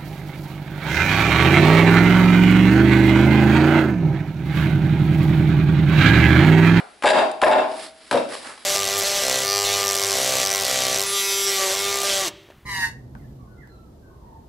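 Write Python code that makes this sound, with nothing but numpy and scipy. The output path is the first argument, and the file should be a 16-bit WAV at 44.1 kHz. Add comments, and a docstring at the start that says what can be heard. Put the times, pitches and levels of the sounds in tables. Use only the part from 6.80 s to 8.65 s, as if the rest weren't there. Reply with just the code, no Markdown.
"""In a small, live room with a foam mat, three kicks land on a wooden training dummy.
Each impact excites the modes of the wood: the shoe slaps, then the trunk or the dummy's leg
knocks and rattles in its loose mounting. Between kicks, friction makes trousers swish and
scuffs sound on the mat. Faint hiss and hum lie beneath; a limiter flattens the loud knocks."""
import sys
import numpy as np
from scipy import signal
from scipy.fft import rfft, irfft, next_fast_len
from scipy.io import wavfile

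SR = 44100
rng = np.random.default_rng(int(sys.argv[2]) if len(sys.argv) > 2 else 0)


def master_out(mix):
    """Clip the mix to full scale and print it as 16-bit PCM to the path in sys.argv[1]."""
    frames = np.transpose(np.atleast_2d(mix))
    ceiling = np.clip(frames, -1, 1)
    pcm = np.round(ceiling * 32767).astype(np.int16)
    wavfile.write(sys.argv[1], SR, pcm)


N = 81585
TIME = np.arange(N) / SR
NOISE_CORRELATION = 0.76  # between left and right


def trunk_knocks():
    """Repeated impact: the kicked trunk knocks against its loose mounting."""
    # Each row: start in seconds, level in dB.
    knocks = [(.0, -25), (.239, -1), (.248, 0), (.265, 7.5), (.305, 2), (.343, 4), (.376, -3), (.416, -4),
              (.6245, 1), (.6315, 5), (.664, 7), (.714, 4), (.743, -1.5), (.794, -10.5), (.828, -13),
              (.92, -15.5)]
    # Each row: frequency in Hz, spectral level in dB.
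    colour = [(30, -31), (110, -31), (190, -22), (270, -9), (450, -11.5), (620, 1), (870, -2.5),
              (1350, -13.5), (2500, -23.5), (5000, -34.5), (6300, -45), (11000, -51)]
    return from_db(-11.5) * thuds(knocks, colour, decay_s=.012)


def trunk_ring():
    """Modal excitation: each kick lands on another spot and so rings its own mix of trunk modes."""
    # The trunk takes a kick, then swings back on its mounting. Each row: start in seconds,
    # gain in dB (applied to the push and again to the modes), rebound time in seconds, its gain in dB.
    kicks = [(.2425, -1, .3052, -4.5), (.6245, 0.5, .697, -2)]
    # Each row: frequency in Hz, level in dB for the first kick and for the second, T60 in seconds.
    modes = [(265.2, -20, -24.5, .5), (311.2, -26, -23, 0.4), (381, -17.5, -15.5, 0.47),
             (560.7, -1.5, -4.5, .28), (601.4, -2.5, -8.5, 0.36), (620.3, 0.5, 1, 0.3),
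             (642.7, -12, -10, 0.8), (708, -28, -38, 0.38), (778, -19, -21, 0.92), (833, 1, -11, 0.27),
             (869, -7, -5, 0.36), (947, -16, -18, 0.35), (1051, -18, -17.5, .42), (1651, -16.5, -24, 0.5)]
    build_s = 0.018
    out = np.zeros(N)
    for k, (start, db, rebound_s, rebound_db) in enumerate(kicks):
        pushes = np.zeros(N)
        pushes[[int(start * SR), int(rebound_s * SR)]] = from_db([db, rebound_db])
        for m, (hz, *mix_db, t60) in enumerate(modes):
            # Subtracting a short ring makes the mode build up gradually.
            mode = ring(pushes, hz, t60) - ring(pushes, hz, np.log(1000) * build_s)
            out += (-1) ** m * from_db(db + mix_db[k]) * mode
    return out


def dummy_leg():
    """Free vibration after impact: the leg thuds in its socket and its modes ring on."""
    # Each row: start in seconds, level in dB, extra gain of the ring in dB.
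    knocks = [(1.312, -11.5, -1), (1.326, -10.5, -6), (1.342, -6.5, 6), (1.3505, -3.5, 0), (1.398, -15, -3)]
    # Each row: frequency in Hz, level in dB, T60 in seconds.
    modes = [(248.7, -12.5, 0.25), (369.8, -11, 0.42), (530, 4, 0.22), (565, 3, 0.15), (629.7, -9.5, 0.27),
             (687, -10, .2), (791.4, -8, 0.15), (935, -8, 0.1)]
    # Each row: frequency in Hz, spectral level in dB.
    colour = [(30, -44), (110, -26), (190, -19), (260, -5.5), (430, -5.5), (560, -1.5), (850, -7),
              (1300, -19.5), (2500, -28.5), (6000, -41), (11000, -52)]
    thud = thuds(knocks, colour, decay_s=0.016)
    starts, db, ring_db = np.transpose(knocks)
    spread_db = rng.standard_normal((len(knocks), len(modes)))
    ringing = np.zeros(N)
    for k, (hz, mode_db, t60) in enumerate(modes):
        clicks = np.zeros(N)
        clicks[(starts * SR).astype(int)] = from_db(db + ring_db + mode_db + spread_db[:, k])
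        ringing += (-1) ** k * ring(clicks, hz, t60)
    return from_db(-9) * thud + from_db(-16.5) * ringing


def shoe_slaps():
    """Brief contact gives a broad spectrum: bright cracks of shoe on wood, and small taps."""
    # Each row: start in seconds, level in dB, decay time in seconds, treble cutoff in Hz.
    slaps = [(.0, -23.5, 0.0059, 2550), (0.2237, -18.5, 0.0048, 3540), (0.2357, -22, 0.018, 7150),
             (0.6168, -13.5, .003, 6940), (0.6289, -10, 0.0012, 8300), (0.644, -8.5, 0.0067, 12500),
             (.682, -17, 0.0018, 13600), (0.7116, -22, 0.0014, 7100), (1.3115, -14, 0.0056, 10900),
             (1.327, -21, 0.013, 6960), (1.354, -19, 0.005, 13840), (1.552, -23, 0.0017, 10000),
             (1.777, -35, 0.0066, 5000)]
    # Each row: frequency in Hz, spectral level in dB.
    colour = [(30, -38), (150, -12.5), (700, 3), (1300, 6), (3000, -1.5), (5200, -6), (6300, -17.5),
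              (7600, -9), (9300, -11), (11000, -5)]
    white = rng.standard_normal(N)
    cracks = sum(soften(from_db(db) * burst(start, decay_s) * white, hz)
                 for start, db, decay_s, hz in slaps)
    return coloured(cracks, colour)


def rattles():
    """Contact chatter: loose wood strikes wood in tiny impacts that tick and excite its high modes."""
    # Each row: start in seconds, level in dB, length in seconds, treble cutoff in Hz.
    runs = [(0.255, -12, 0.042, 5200), (0.299, -17.5, .019, 9000), (0.332, -10, 0.007, 3020),
            (0.364, -23.5, .03, 2980), (0.615, -18, .004, 2470), (0.635, -12.5, 0.0075, 2970),
            (0.71, -13.5, 0.024, 2370), (0.779, -35, 0.014, 2930), (1.371, -25.5, 0.0062, 5000)]
    # Each row: frequency in Hz, level in dB, T60 in seconds.
    modes = [(1640, -1.5, 0.084), (1816, 0.5, 0.055), (2173, -10, .035), (2685, -1, 0.041),
             (2818, -3.5, 0.031), (3310, 1.5, 0.019), (3673, -3.5, 0.049), (4000, -9, 0.046),
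             (4390, -20, 0.049), (4810, -6.5, 0.026), (7360, 1.5, 0.0057), (8500, 0.5, 0.0036)]
    # Each row: frequency in Hz, spectral level in dB.
    tick_colour = [(100, -22.5), (900, 1.5), (1600, 5.5), (4500, -7.5), (6300, -20), (8000, -13),
                   (9500, -6), (11000, -14)]
    contacts_per_s, spread_db = 1500, 6
    clicks = (rng.random(N) < contacts_per_s / SR) * rng.choice([-1, 1], N)
    clicks = clicks * from_db(spread_db * rng.standard_normal(N))
    clicks /= clicks.std()
    force = sum(soften(from_db(db) * ((TIME >= start) & (TIME < start + length)) * clicks, hz)
                for start, db, length, hz in runs)
    impulse = signal.unit_impulse(N)
    wood = sum((-1) ** k * from_db(db) * ring(impulse, hz, t60) for k, (hz, db, t60) in enumerate(modes))
    tick = coloured(burst(0, decay_s=0.00024) * rng.standard_normal(N), tick_colour)
    response = wood / np.linalg.norm(wood) + from_db(-2) * tick / np.linalg.norm(tick)
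    return signal.fftconvolve(force, response)[:N]


def sole(room):
    """Sliding friction: the rubber sole skids over the wood, and the shoe brushes the dummy's arm."""
    # Each row: peak time in seconds, level in dB, rise and fall in seconds.
    skids = [(.265, -22.5, 0.007, 0.015), (.304, -18.5, 0.0033, 0.012), (.683, -22.5, 0.00065, 0.0018),
             (.715, -29, 0.0009, 0.0014)]
    brushes = [(.5155, -30, 0.00058, 0.0019)]
    # Each row: frequency in Hz, spectral level in dB.
    skid_colour = [(100, -35), (2000, -15), (3400, 6.5), (4900, 2), (6200, -13), (7400, -3), (8400, -7),
                   (9400, -10), (11000, -15)]
    brush_colour = [(100, -20), (3000, -12), (5000, -2), (6300, -10), (7600, 4), (11000, -2)]
    skid = rubbing(skids, skid_colour, grain_db=1.5, grain_hz=600).mean(axis=0)
    brush = rubbing(brushes, brush_colour, grain_db=-0.5, grain_hz=900)
    return in_room(skid, room, wet_db=-6.5) + brush


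def trousers():
    """Friction of cloth: trousers swish as the kicker's leg swings."""
    # Each row: peak time in seconds, level in dB, rise and fall in seconds.
    swishes = [(.92, -46, 0.033, 0.015), (1.03, -34.5, 0.061, 0.04), (1.28, -47.5, 0.082, 0.063),
               (1.535, -34, 0.032, 0.036), (1.66, -39, 0.062, 0.061), (1.85, -47.5, 0.073, .05)]
    # Each row: frequency in Hz, spectral level in dB.
    colour = [(30, -40), (130, -16), (300, 3), (800, -2.5), (1700, 1.5), (3000, -2), (5000, 1), (6300, -12),
              (7600, -6), (11000, -4)]
    return rubbing(swishes, colour, grain_db=2.0, grain_hz=283.7)


def mat_scuffs():
    """Friction on foam: shoe and hand scuff the mat."""
    # Each row: peak time in seconds, level in dB, rise and fall in seconds.
    scuffs = [(1.535, -36.5, 0.025, 0.015), (1.665, -36.5, 0.016, 0.017), (1.708, -38, .02, 0.03)]
    # Each row: frequency in Hz, spectral level in dB.
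    colour = [(40, -39), (200, -11), (600, -2), (1300, 3), (2100, -1.5), (3000, -11), (5000, -20),
              (6300, -16), (8000, -15.5), (11000, -15.5)]
    return rubbing(scuffs, colour, grain_db=1.5, grain_hz=417)


def room_response():
    """Diffuse reverberation: a stereo tail in which each band decays exponentially at its own rate."""
    # Each row: frequency in Hz, T60 in seconds.
    decay_times = [(60, 0.18), (250, 0.59), (700, 0.46), (2000, 0.38), (4000, 0.51), (10000, 0.42)]
    gap_s, build_s = 0.0039, 0.004
    white = rfft(widen(*rng.standard_normal((2, SR)), correlation=0.42))
    hz, t = np.arange(white.shape[1]), np.arange(SR) / SR
    onset = np.clip((t - gap_s) / build_s, 0, 1)
    edges = np.geomspace(20, SR / 2, 13)
    tail = 0
    for low, high in zip(edges, edges[1:]):
        t60 = at_hz(decay_times, np.sqrt(low * high))
        envelope = onset * np.exp(-np.log(1000) * t / t60)
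        band = irfft(white * ((hz >= low) & (hz < high)), SR)
        tail = tail + band * envelope / np.linalg.norm(envelope)
    return tail


def room_air():
    """Background noise: a broad band is heard as hiss, a narrow one as a low wavering hum."""
    # Each row: frequency in Hz, spectral level in dB.
    colour = [(25, -27), (45, -47), (70, -25), (110, -6), (250, 5.5), (600, -0.5), (1500, 0.5),
              (4500, -2.5), (6300, -11), (8000, -9), (11000, -5)]
    hum_hz, width_hz = 67.6, 13.6
    hum = ring(rng.standard_normal(N + SR), hum_hz, t60=np.log(1000) / (np.pi * width_hz))[SR:]
    return from_db(-51.5) * stereo_noise(colour) + from_db(-72) * hum / hum.std()


def thuds(knocks, colour, decay_s):
    """Modal overlap: many heavily damped wood modes merge into one dull burst for each knock."""
    power = sum((from_db(db) * burst(start, decay_s)) ** 2 for start, db, *_ in knocks)
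    return coloured(np.sqrt(power) * rng.standard_normal(N), colour)


def rubbing(strokes, colour, grain_db, grain_hz):
    """Friction noise: a grainy hiss swells and fades with the speed of each stroke."""
    speed = sum(from_db(db) * np.exp(-.5 * ((TIME - peak) / np.where(TIME < peak, rise, fall)) ** 2)
                for peak, db, rise, fall in strokes)
    roughness = np.interp(TIME * grain_hz, np.arange(N), rng.standard_normal(N))
    return speed * from_db(grain_db * roughness) * stereo_noise(colour)


def ring(clicks, hz, t60):
    """Damped resonator: each click starts a sine that falls 60 dB in t60 seconds."""
    radius, angle = np.exp(-np.log(1000) / (t60 * SR)), 2 * np.pi * hz / SR
    return signal.lfilter([0, np.sin(angle)], [1, -2 * radius * np.cos(angle), radius ** 2],
                          clicks + 1e-18)


def burst(start, decay_s):
    """Exponential decay from a sudden start."""
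    return (TIME >= start) * np.exp(-np.abs(TIME - start) / decay_s)


def soften(x, hz):
    """Low-pass filtering: a softer contact loses its treble."""
    pole = np.exp(-2 * np.pi * hz / SR)
    return signal.lfilter([1 - pole], [1, -pole], x + 1e-18)


def coloured(x, colour):
    """Minimum-phase filtering: shapes the spectrum causally and keeps the power of white noise."""
    size = next_fast_len(N + SR // 4, real=True)
    gain = from_db(at_hz(colour, np.fft.rfftfreq(size, 1 / SR)))
    cepstrum = irfft(np.log(gain / np.sqrt(np.mean(gain ** 2))), size)[:size // 2]
    cepstrum[1:] *= 2
    return irfft(rfft(x, size) * np.exp(rfft(cepstrum, size)), size)[:N]


def in_room(x, room, wet_db):
    """Convolution with the room's response adds reverberation to the direct sound."""
    return x + from_db(wet_db) * signal.fftconvolve(x[None], room, axes=1)[:, :N]


def stereo_noise(colour):
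    """Partly coherent noise of a given colour in two channels."""
    mid, side = (coloured(rng.standard_normal(N), colour) for _ in range(2))
    return widen(mid, side, NOISE_CORRELATION)


def widen(mid, side, correlation):
    """Sum and difference of two independent signals form a partly correlated pair."""
    signs = np.array([[1], [-1]])
    return (np.sqrt(1 + correlation) * mid + np.sqrt(1 - correlation) * side * signs) / np.sqrt(2)


def delay_right(x, lag_s):
    """Travel time: the sound reaches the left channel first."""
    return np.array([x[0], np.interp(TIME - lag_s, TIME, x[1])])


def pan(db):
    """Level panning: gains that put the left channel db above the right."""
    return from_db(np.array([[db], [-db]]) / 2)


def at_hz(points, hz):
    """Interpolation on a log-frequency axis."""
    frequencies, values = np.transpose(points)
    return np.interp(np.log(hz + 1e-3), np.log(frequencies), values)


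def from_db(db):
    """Decibels to amplitude ratio."""
    return 10 ** (np.asarray(db) / 20)


def scene():
    """Superposition: dummy and shoe with their reverberation, then clothes, mat and room air."""
    room = room_response()
    trunk = in_room(trunk_knocks(), room, wet_db=2.5) + in_room(trunk_ring(), room, wet_db=-11)
    leg = in_room(dummy_leg(), room, wet_db=-4)
    wood = delay_right(trunk + leg, lag_s=.00002)
    slaps = in_room(shoe_slaps(), room, wet_db=-2)
    contacts = slaps + in_room(rattles(), room, wet_db=-4.5) + sole(room)
    movement = trousers() + mat_scuffs()
    return pan(db=1.6) * wood + pan(db=2.5) * contacts + pan(db=-1) * movement + room_air()


def record(dry):
    """Limiting holds loud knocks level; saturation rounds the peaks and a low-pass cuts the top."""
    limit_db, attack_s, release_db_per_s = -12.5, 0.0019, 228
    ceiling, cutoff_hz = .8, 11100
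    pole = np.exp(-1 / (attack_s * SR))
    power = signal.lfilter([1 - pole], [1, -pole], np.mean(dry ** 2, axis=0))
    over_db = np.maximum(10 * np.log10(power + 1e-12) - limit_db, 0)
    release_db = release_db_per_s * TIME
    reduction_db = np.maximum.accumulate(over_db + release_db) - release_db
    limited = ceiling * np.tanh(dry * from_db(-reduction_db) / ceiling)
    return signal.sosfilt(signal.ellip(12, .2, 80, cutoff_hz, fs=SR, output="sos"), limited)


dry = scene()
out = record(dry)
master_out(out)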